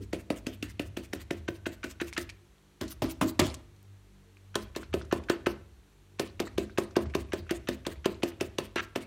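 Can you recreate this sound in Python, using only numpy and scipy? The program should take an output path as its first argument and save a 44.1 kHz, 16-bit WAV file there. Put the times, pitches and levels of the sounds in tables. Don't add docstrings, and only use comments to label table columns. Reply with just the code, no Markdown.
import sys
import numpy as np
from scipy import signal
from scipy.fft import rfft, irfft, next_fast_len
from scipy.io import wavfile
from scipy.ndimage import uniform_filter1d

SR = 44100
rng = np.random.default_rng(int(sys.argv[2]) if len(sys.argv) > 2 else 0)


def undo_db(level):
    steps = np.asarray(level, float) / 20
    return 10 ** steps


def store_pcm(level_fs):
    pcm = np.round(np.clip(level_fs, -1, 1) * 32767).astype(np.int16)
    wavfile.write(sys.argv[1], SR, np.atleast_2d(pcm).T)


N = 399546


def rms_one(x):
    return x / np.sqrt(np.mean(x ** 2) + 1e-20)


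def low_pass(x, hz):
    return signal.sosfilt(signal.butter(2, hz, fs=SR, output="sos"), x)


def high_pass(x, hz, order=2):
    return signal.sosfilt(signal.butter(order, hz, "high", fs=SR, output="sos"), x)


def band_pass(x, low_hz, high_hz):
    return signal.sosfilt(signal.butter(2, [low_hz, high_hz], "band", fs=SR, output="sos"), x)


def in_time(rows):
    s, values = np.transpose(rows)
    return np.interp(np.arange(N) / SR, s, values)


def spikes(times, sizes):
    out = np.full(N, 1e-18)
    places = np.clip((np.asarray(times) * SR).astype(int), 0, N - 1)
    np.add.at(out, places, sizes)
    return out


def fade(x, t60):
    return signal.lfilter([1], [1, -undo_db(-60 / (t60 * SR))], x)


def ring(clicks, hz, t60):
    r = undo_db(-60 / (t60 * SR))
    w = 2 * np.pi * hz / SR
    return signal.lfilter([0, np.sin(w)], [1, -2 * r * np.cos(w), r * r], clicks)


def coloured(x, points):
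    hz, level_db = np.transpose(points)
    size = next_fast_len(N)
    grid = np.maximum(np.arange(size // 2 + 1) * SR / size, 1)
    gain = undo_db(np.interp(np.log(grid), np.log(hz), level_db))
    return rms_one(irfft(rfft(x, size) * gain, size)[:N])


def grains(per_s, spread_db):
    sizes = undo_db(spread_db * np.minimum(rng.exponential(1, N), 5))
    signs = rng.choice([-1, 1], N)
    return sizes * signs * (rng.random(N) < per_s / SR)


def narrow(hz, width_hz):
    r = np.exp(-2 * np.pi * width_hz / SR)
    wander = rms_one(signal.lfilter([1], [1, -2 * r, r * r], rng.standard_normal(N)))
    return np.sqrt(2) * np.sin(2 * np.pi * np.cumsum(hz + width_hz * wander) / SR)


def lumps(depth_db, per_s):
    knots = np.arange(0, N / SR + 1, 1 / per_s)
    return undo_db(depth_db * np.interp(np.arange(N) / SR, knots, rng.standard_normal(len(knots))))


def stabs():
    # start_s, thump_db, hardness_db, handle_knock_db, crack_db
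    right_stabs = [(0.1326, -19, -6, -31, -30), (0.3043, -15, -5, -27.5, -27),
                   (0.4689, -19, -17, -31, -27.5), (0.628, -23.5, -37.5, -25.5, -28),
                   (0.797, -19.5, -8, -24.5, -30), (0.9719, -24.5, -5.5, -30.5, -31),
                   (1.1345, -20.5, -11.5, -32, -28.5), (1.31, -19, -8, -27, -33.5),
                   (1.4864, -20, -10, -41.5, -36), (1.6663, -21.5, -7, -28, -34),
                   (1.8429, -27.5, -17, -29, -30.5), (2.015, -23.5, -10.5, -31, -29.5),
                   (2.1792, -25.5, -9.5, -24, -23)]
    dabs = [
        (2.813, -27, -15, -66, -26),
        (3.022, -21, -4.5, -28.5, -32.5),
        (3.2138, -19, -3, -20, -38.5),
        (3.3946, -11.5, -5, -43.5, -17),
        (3.4, -61, -4.5, -73, -12.5),
    ]
    left_stabs = [(4.5563, -22.5, -1.5, -24, -19), (4.7633, -25.5, -3.5, -38.5, -27),
                  (4.9406, -17.5, -5, -26, -28), (5.1266, -15, -2.5, -22.5, -24.5),
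                  (5.2995, -15.5, -3, -14, -19), (5.4683, -16.5, -2.5, -17, -25.5),
                  (6.1977, -21, -2.5, -20.5, -18.5), (6.402, -20, -3, -31.5, -23),
                  (6.5819, -20, -5.5, -29, -24.5), (6.784, -17, -2.5, -25.5, -22),
                  (6.967, -15, -2.5, -31, -22.5), (7.1517, -18, -3, -27.5, -24),
                  (7.3346, -22.5, -2.5, -31, -27.5), (7.5104, -19, -6.5, -31.5, -25.5),
                  (7.6885, -21, -5.5, -27.5, -22.5), (7.8674, -24, -3, -36.5, -25),
                  (8.0585, -15.5, -3.5, -27, -20), (8.234, -18, -3.5, -23, -22.5),
                  (8.4114, -21, -4, -24.5, -23.5), (8.586, -22, -2.5, -22.5, -21.5),
                  (8.76, -24.5, -2, -25.5, -27.5), (8.9599, -21.5, -3, -25.5, -24.5)]
    return np.transpose(right_stabs + dabs + left_stabs)


def grip(s):
    # start_s, board_looseness_db, board_pitch_hz, handle_pitch_hz
    grips = [(0.133, -17.5, 316.8, 2230), (0.303, -17.5, 281.8, 2450), (0.468, -21.5, 273, 2360),
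             (0.628, -34, 276.5, 2650), (0.796, -24.5, 295, 2550), (0.969, -23, 326, 2620),
             (1.134, -22.5, 315.9, 1910), (1.309, -21, 326, 2070), (1.486, -24, 326, 1890),
             (1.666, -21.5, 326, 1650), (1.843, -22.5, 318.2, 1566), (2.014, -22, 331.6, 1800),
             (2.177, -24, 334, 1866), (2.811, -26, 261, 3500), (3.02, -16, 261, 1300),
             (3.213, -12.5, 268, 1292), (3.394, -15.5, 260, 3220), (4.554, -18.5, 377.7, 1460),
             (4.762, -25.5, 377, 3160), (4.939, -14.5, 386.4, 2890), (5.124, -18.5, 361, 1500),
             (5.298, -21, 365, 1380), (5.466, -17, 362.6, 1305), (6.196, -17, 373.8, 1340),
             (6.4, -15.5, 372, 1370), (6.581, -14, 370, 3280), (6.783, -17.5, 372.2, 1870),
             (6.966, -10, 367, 1520), (7.15, -18, 375.8, 2740), (7.333, -18.5, 358, 1690),
             (7.51, -16.5, 342, 2135), (7.688, -17.5, 347, 1757), (7.866, -18.5, 335, 1800),
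             (8.057, -16, 373, 2520), (8.232, -16.5, 340.7, 2750), (8.41, -17.5, 376, 2620),
             (8.585, -18.5, 380, 3190), (8.759, -20, 363.3, 1320), (8.958, -16.5, 367, 2620)]
    knots, *columns = np.transpose(grips)
    return [np.interp(s, knots, c) for c in columns]


def on_palette(s):
    # from_s, to_s
    loading_time = (2.6, 3.6)
    return (s > loading_time[0]) & (s < loading_time[1])


def struck(times, level_db, modes, rattle, rattle_db, centre_hz=None, reach=0.0818, alternate=False):
    chance = rng.standard_normal((len(times), len(modes)))
    shaking = fade(spikes(times, undo_db(rattle_db)), 0.1758)
    out = 0
    for k, (hz, mode_db, t60) in enumerate(modes):
        off_db = 0
        if centre_hz is not None:
            off_db = -np.minimum(10 * (np.log(hz / centre_hz) / reach) ** 2, 19.0)
        sign = (-1) ** (k * alternate)
        blows = spikes(times, undo_db(level_db + mode_db + off_db + 2 * chance[:, k]) * sign)
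        shaken = undo_db(0.32 * mode_db) * shaking * np.roll(rattle, 997 * k)
        out = out + ring(blows + shaken, hz, t60)
    return out


def thuds(times, level_db, pitches):
    out, t = np.zeros(N + SR), np.arange(SR // 16) / SR
    t60_s = 0.029
    for s, db, hz in zip(times, level_db, pitches):
        out[int(s * SR) + np.arange(len(t))] += undo_db(db - 60 * t / t60_s) * np.sin(2 * np.pi * hz * t)
    return out[:N]


def thumps(rattle):
    # pitch_hz, level_db, t60_s
    panel_low = [(140, -2, 0.071), (193.9, -17, 0.12), (211.44, -10.5, 0.355), (259.04, -1.5, 0.19),
                 (295, 7, 0.087), (326, -3.5, 0.1216), (346.2, 6.5, 0.1258), (361, -1, 0.07),
                 (380, 6, 0.0808), (401.1, -1, 0.04), (438.7, 3.5, 0.032)]
    panel_mid = [(441.4, -18, 0.01), (513.8, -4, 0.0307), (563.6, 2, 0.046), (630.7, -4, 0.049),
                 (677.5, -1.5, 0.041)]
    panel_upper = [(777, -27.5, 0.0166), (808, -6, 0.033), (1065, 5, 0.0219), (888.1, -6.5, 0.0265),
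                   (1026.3, 0, 0.0339), (1256, 4.5, 0.021)]
    # pitch_hz, level_db, t60_s
    palette = [(146, -29, 0.21), (214.3, -7, 0.15), (237.8, -3.5, 0.2), (254, 3.5, 0.18), (257.8, 4, 0.095),
               (279.7, -5.5, 0.287), (312.9, -5, 0.23), (326.4, -6, 0.29), (370, 7, 0.089),
               (615.5, -4, 0.14), (432, -10.5, 0.013), (642.5, -13.5, 0.11)]
    s, low_db, hard_db = stabs()[:3]
    loose_db, hz = grip(s)[:2]
    loose_db = loose_db + 2.5
    loading = on_palette(s)
    mid_db = low_db + hard_db
    upper_db = low_db + 3.883 * hard_db + 8.5 * loading
    ahead_s = 0.000789

    body = struck(s, low_db - 11 - 13.0 * loading, panel_low, undo_db(-50.0) * rattle, loose_db, centre_hz=hz)
    body += struck(s[loading], low_db[loading] - 17.0, palette, undo_db(-43.5) * rattle, loose_db[loading],
                   alternate=True)
    earlier_db = -71
    body += struck(np.zeros(1), earlier_db, panel_low, rattle, earlier_db)
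    body += thuds(s - ahead_s * loading, low_db - 10.5 + 11 * loading, hz)
    body = low_pass(body, 620)
    body += struck(s - ahead_s / 2, mid_db - 9.0, panel_mid, undo_db(-50.0) * rattle, loose_db)
    body += struck(s - ahead_s, upper_db - 7.0, panel_upper, undo_db(-28.5) * rattle, upper_db - 7.5,
                   alternate=True)
    return high_pass(body, 150)


def knocks(rattle, crackle, wet):
    # pitch_hz, level_db, t60_s
    handle = [(1305, -4.5, 0.036), (1503, 3.5, 0.0311), (1780.7, 5.5, 0.0391), (2000, 12, 0.01154),
              (2550, 9, 0.0096), (2724, 5.5, 0.0257), (2962.5, 7, 0.012), (4514, -5.5, 0.02)]
    # pitch_hz, level_db per Hz
    crack_colour = [(1470, -7), (2500, -5), (3220, 1.5), (6300, -6), (7860, -10.5), (13300, -17.5),
                    (16500, -31.5)]
    # dull_db, bright_db
    squeezes = [
        (-46, -41),
        (-38.5, -39),
        (-43, -32),
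        (-28.5, -32.5),
        (-53, -56.5),
    ]
    s, *_, knock_db, crack_db = stabs()
    s = s - 0.0022015
    hz = grip(s)[2]
    loading, left = on_palette(s), s > 4

    knock = struck(s, knock_db - 7.5, handle, undo_db(-50) * rattle, knock_db + 2.5, centre_hz=hz, reach=0.2305,
                   alternate=True)
    knock = high_pass(knock, 1000)

    crack = fade(spikes(s, undo_db(crack_db - 9)), 0.02853)
    crack += fade(spikes(s, undo_db(crack_db - 16.5)), 0.0213)
    crack = rms_one(fade(crack, 0.00445)) * np.std(crack)
    crack = crack * coloured(grains(6000, 1.0), crack_colour)

    grind_db = 0.0803 * knock_db + 0.4517 * crack_db - 29.5
    bright_grind_db = grind_db - 1 * left
    dull_grind_db = grind_db - 10.5 + 2 * left
    grind = fade(spikes(s[~loading], undo_db(bright_grind_db[~loading])), 0.1437) * crackle
    grind += fade(spikes(s, undo_db(dull_grind_db)), 0.418) * low_pass(crackle, 4500)

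    dull_db, bright_db = np.transpose(squeezes)
    squelch = fade(spikes(s[loading], undo_db(bright_db)), 0.14) * wet
    squelch += fade(spikes(s[loading], undo_db(dull_db)), 0.3314) * low_pass(wet, 7000)
    return knock + crack + grind + squelch


def touches():
    # start_s, level_db
    tip_touches = [(0.127, -45), (0.461, -54), (0.6239, -70), (0.965, -47.5), (1.1278, -43), (1.305, -38),
                   (1.478, -36.5), (1.656, -38), (1.8301, -42), (1.9993, -40), (2.164, -38), (2.806, -55),
                   (3.21, -56),
                   (4.5426, -51.5), (4.749, -51), (4.928, -46), (5.112, -41), (5.2855, -42), (5.46, -34),
                    (6.187, -49.5), (6.3942, -43), (6.576, -42), (6.7745, -38), (6.956, -39.5),
                    (7.1372, -45), (7.3192, -43.5), (7.493, -42.5), (7.672, -44), (7.85, -48),
                    (8.0435, -41.5), (8.222, -44), (8.401, -47.5), (8.5786, -53.5), (8.76, -34.5),
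                    (8.952, -43.5)]
    # pitch_hz, width_hz, level_db
    bristle = [(1628, 390, 0), (2440, 890, 1), (3686, 57, -19), (5796, 400, -14)]
    slap_db, slap_s, rise_s = 5, 0.00446, 0.0015
    push = np.zeros(N)
    thump_s = stabs()[0]
    for s, level_db in tip_touches:
        ahead_s = min(thump_s[thump_s > s].min() - s, .03)
        steps = np.arange(int(max(1.6 * ahead_s, .002) * SR))
        fall_db = -1.9 * steps / len(steps) + slap_db * np.exp(-steps / (slap_s * SR))
        rise = np.minimum(steps / (rise_s * SR), 1)
        push[int(s * SR) + steps] = undo_db(level_db + fall_db) * rise
    slips = push * rms_one(grains(7000, 3.314)) + 1e-18
    bundle = 0
    for hz, width_hz, db in bristle:
        t60 = np.log(1000) / np.pi / width_hz
        bundle = bundle + undo_db(db) * np.sqrt(width_hz) * ring(slips, hz, t60)
    return undo_db(-37.5) * band_pass(bundle, 1000, 6000)


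def peels(crackle, wet):
    # middle_s, level_db
    early_lifts = [(0.03, -54.5), (0.203, -57.5), (0.377, -52), (0.54, -53.5), (0.703, -54), (0.866, -57.5),
                   (1.046, -54), (1.214, -51.5), (1.38, -60), (1.558, -58.5), (1.734, -54), (1.911, -49.5),
                   (2.083, -50), (2.217, -48), (2.918, -45), (3.108, -47), (3.291, -44.5), (3.465, -47)]
    # middle_s, level_db
    late_lifts = [(4.627, -53), (4.82, -56), (4.994, -58.5), (5.175, -54.5), (5.513, -57), (6.263, -56.5),
                  (6.465, -55), (6.633, -56), (6.836, -56), (7.024, -55), (7.207, -51), (7.386, -54.5),
                  (7.561, -52.5), (7.74, -52.5), (7.92, -52), (8.12, -54), (8.287, -51), (8.463, -56),
                  (8.651, -51), (8.835, -50.5), (9.022, -51.5)]
    fizz = high_pass(wet, 3500, order=1)
    t, swell = np.arange(N) / SR, np.zeros(N)
    for lifts, half_s in ((early_lifts, 0.01124), (late_lifts, 0.01085)):
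        for s, level_db in lifts:
            near = slice(max(int((s - .1) * SR), 0), int((s + .1) * SR))
            swell[near] += undo_db(level_db) * np.exp(-.5 * ((t[near] - s) / half_s) ** 2)
    return swell * np.where(on_palette(t), undo_db(6) * fizz, crackle)


def flicks():
    # start_s, level_db, centre_hz, spread_octaves,
    # t60_s
    scrapes = [(2.128, -47, 4000, 0.9, 0.0155), (2.134, -42, 5000, 0.72, 0.034),
               (2.148, -52.5, 4000, 1.1, 0.0395), (2.879, -47, 5030, 0.76, 0.102),
               (2.293, -43.5, 4000, 0.98, 0.0145), (2.2985, -42, 4500, 0.72, 0.0327),
               (3.2843, -43, 5000, 0.55, 0.023), (3.397, -16, 7000, 1.6, 0.0057),
               (3.222, -49.5, 10000, .5, .01), (2.178, -34, 4000, 0.95, 0.0138),
               (3.5005, -38, 4600, 0.32, 0.016), (3.5425, -32.5, 4830, 1.05, 0.0068),
               (3.5465, -41.5, 4950, 0.77, 0.0306), (5.05, -58, 4500, 0.88, 0.035),
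               (5.238, -52, 3500, 0.8, 0.02), (6.909, -57, 5470, 0.4, .03),
               (7.098, -58.5, 3000, 1.18, 0.048)]
    ticks = [
        (3.764, -62, 3500, 1.1, .02),
        (3.829, -47, 12000, .9, .003),
    ]
    out, size, rows = np.zeros(N), 4096, scrapes + ticks
    steps = np.arange(size)
    octave = np.log2(np.maximum(np.arange(size // 2 + 1) * SR / size, 1))
    for s, level_db, hz, spread, t60 in rows:
        noise = rng.standard_normal(size)
        hump = undo_db(-6 * ((octave - np.log2(hz)) / spread) ** 2)
        shaped = rms_one(irfft(rfft(noise) * hump, size))
        out[int(s * SR) + steps] += undo_db(level_db - 60 * steps / SR / t60) * shaped
    return out


def snaps(crackle):
    # start_s, peak_db, pitch_hz
    stray_snaps = [(2.128, -45, 2220), (2.292, -51, 2580), (2.2973, -54, 2440), (2.5825, -73.5, 3220),
                   (4.37, -62, 2438), (4.831, -49, 1494), (5.0134, -49, 1430), (5.047, -65.5, 1330),
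                   (5.236, -62.5, 2400), (6.4715, -48, 1300), (6.6966, -55.5, 1550), (6.909, -62.5, 1360),
                   (7.056, -53, 1220), (7.1003, -62, 2150), (7.2876, -66, 2480), (7.467, -60, 1470),
                   (7.9576, -62, 2080), (8.1448, -60, 4170), (8.317, -57.5, 2000)]
    s, level_db, _ = np.transpose(stray_snaps)
    ring_s, puff_s = .008, .04
    puffs = fade(fade(spikes(s, undo_db(level_db)), puff_s), 0.024)
    out = undo_db(-39) * puffs * low_pass(crackle, 5000)
    t = np.arange(SR // 40) / SR
    for start, db, pitch_hz in stray_snaps:
        tone = undo_db(db + 17 - 60 * t / ring_s) * np.sin(2 * np.pi * pitch_hz * t)
        out[int(start * SR) + np.arange(len(t))] += tone
    return out


def patchy(x, depth_db, per_s):
    size = next_fast_len(N)
    edges = 700 * 2 ** np.arange(0, 5, .4)
    spectrum = rfft(x, size)
    band = np.digitize(np.arange(len(spectrum)) * SR / size, edges)
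    out = 0
    for k in range(len(edges) + 1):
        out = out + irfft(spectrum * (band == k), size)[:N] * lumps(depth_db, per_s)
    return rms_one(out)


def paint():
    # pitch_hz, level_db per Hz
    thin_colour = [(530, -36.5), (900, -1.5), (2470, 5), (3310, 1.5), (8980, -1), (10400, -7.5),
                   (12300, -4.5), (15900, -8.5), (16500, -22)]
    # pitch_hz, level_db per Hz
    thick_colour = [(530, -12.5), (900, -12), (1040, -11.5), (1610, -17), (14600, -21), (15900, -22),
                    (16500, -49.5)]
    fine = patchy(grains(6000, 3.0), depth_db=3.5, per_s=40)
    return coloured(fine, thin_colour), coloured(fine, thick_colour)


def easel():
    # time_s, level_db
    lean = [(0, -43.5), (.8, -47), (1.2, -49.5), (2.2, -48.5), (2.4, -53.5), (3, -39.5), (3.5, -46),
            (4.6, -43.5), (5.5, -46.5), (6.3, -46.5), (6.7, -44.5), (7.0, -52), (7.06, -38.5),
            (7.14, -29.5), (7.2, -42), (8, -46), (9.06, -53)]
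    s, thump_db = stabs()[:2]
    pushes = spikes(np.append(s, 0), np.append(thump_db > -40, 1))
    sway = rms_one(fade(fade(pushes, 1), 0.32))
    sway = undo_db(in_time(lean) - 6.5) * sway * lumps(depth_db=4.0, per_s=14)
    boom = fade(spikes(s, undo_db(thump_db - 17.5) * on_palette(s)), 0.38)
    shudder = rms_one(band_pass(rng.standard_normal(N), 58, 125))
    frame = sway * (narrow(70, width_hz=7.94) + undo_db(-4.0) * shudder)
    return frame + boom * (narrow(96, width_hz=5.0) + undo_db(-9.0) * shudder)


def motor():
    # pitch_hz, rms_db
    hum = [(49, -62), (147, -72), (196, -70), (295, -78.5), (350, -76), (393, -80), (451, -80)]
    # time_s, level_db
    swell = [(0, -42.5), (.25, -63.5), (.6, -47.5), (1.2, -57.5), (1.7, -52), (2, -62), (2.3, -53),
             (2.6, -78.5), (3.73, -60.5), (3.94, -51.5), (4.11, -67), (4.54, -51), (4.8, -71.5), (5.6, -56),
             (5.88, -73), (6.21, -52.5), (7.1, -57.5), (9.06, -56.5)]
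    t, tones = np.arange(N) / SR, 0
    for hz, db in hum:
        sine = np.sin(2 * np.pi * (hz * t + rng.random()))
        tones = tones + undo_db(db) * lumps(depth_db=4.5, per_s=14) * sine
    second = undo_db(in_time(swell)) * lumps(depth_db=1.0, per_s=10) * narrow(98.5, width_hz=1.54)
    return np.sqrt(2) * tones + second


def air():
    # pitch_hz, level_db per Hz
    air_colour = [(25, -33.5), (55, -51.5), (120, -18.5), (250, -4), (420, -9), (560, -10), (2000, -14),
                  (4300, -17), (5000, -23), (5800, -19), (13300, -27), (15800, -31.5), (16500, -56.5)]
    return undo_db(-67.5) * coloured(rng.standard_normal(N), air_colour)


def studio(x):
    t60_s, wall_cut_hz = 0.431, 2900
    size = next_fast_len(N + SR)
    w = np.arange(size // 2 + 1) * 2 * np.pi / size
    dull = 1 / (1 + 1j * w * SR / (2 * np.pi * wall_cut_hz))
    lags_s = np.geomspace(.014, .052, num=20) * rng.uniform(.85, 1.15, size=20)
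    combs = 0
    for k, lag in enumerate(lags_s):
        loop = undo_db(-60 * lag / t60_s) * dull ** 0.116 * np.exp(-1j * w * lag * SR)
        combs = combs + (-1) ** k * loop / (1 - loop)
    return irfft(rfft(x, size) * combs * dull, size)[:N]


def scene():
    crackle, wet = paint()
    rattle = rms_one(grains(3000, 2.8))
    brush = thumps(rattle) + knocks(rattle, crackle, wet) + touches()
    brush += peels(crackle, wet) + flicks() + snaps(crackle)
    mono = brush + undo_db(-25.5) * studio(brush) + easel() + motor() + air()
    return np.array([mono, mono])


def mute(x):
    # from_hz, to_hz, margin_db
    mutes = [(8800, 11500, -41), (11500, 14000, -41), (14000, 17000, -41)]
    size = next_fast_len(N)
    spectrum, hz = rfft(x, size), np.arange(size // 2 + 1) * SR / size
    whole = uniform_filter1d(x ** 2, size=1500)
    for low, high, margin_db in mutes:
        band = irfft(spectrum * (hz >= low) * (hz < high), size)[:N]
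        faint = uniform_filter1d(band ** 2, size=700) < undo_db(2 * margin_db) * whole
        x = x - band * uniform_filter1d(1.0 * faint, size=200)
    return x


def band_limit(x):
    return signal.sosfilt(signal.butter(12, 16970, fs=SR, output="sos"), x)


def record(dry):
    dry = high_pass(dry, 43, order=3)
    headroom = .6
    dry = headroom * np.tanh(dry / headroom)
    dry = signal.sosfilt(signal.cheby2(10, 50, 16800, fs=SR, output="sos"), dry)
    mono = mute(dry[0])
    treble = high_pass(mono, 3000)
    apart = undo_db(-22) * np.roll(treble, 40) + undo_db(-50) * np.roll(mono, 900)
    return band_limit(np.array([mono + apart, mono - apart]))


dry = scene()
out = record(dry)
store_pcm(out)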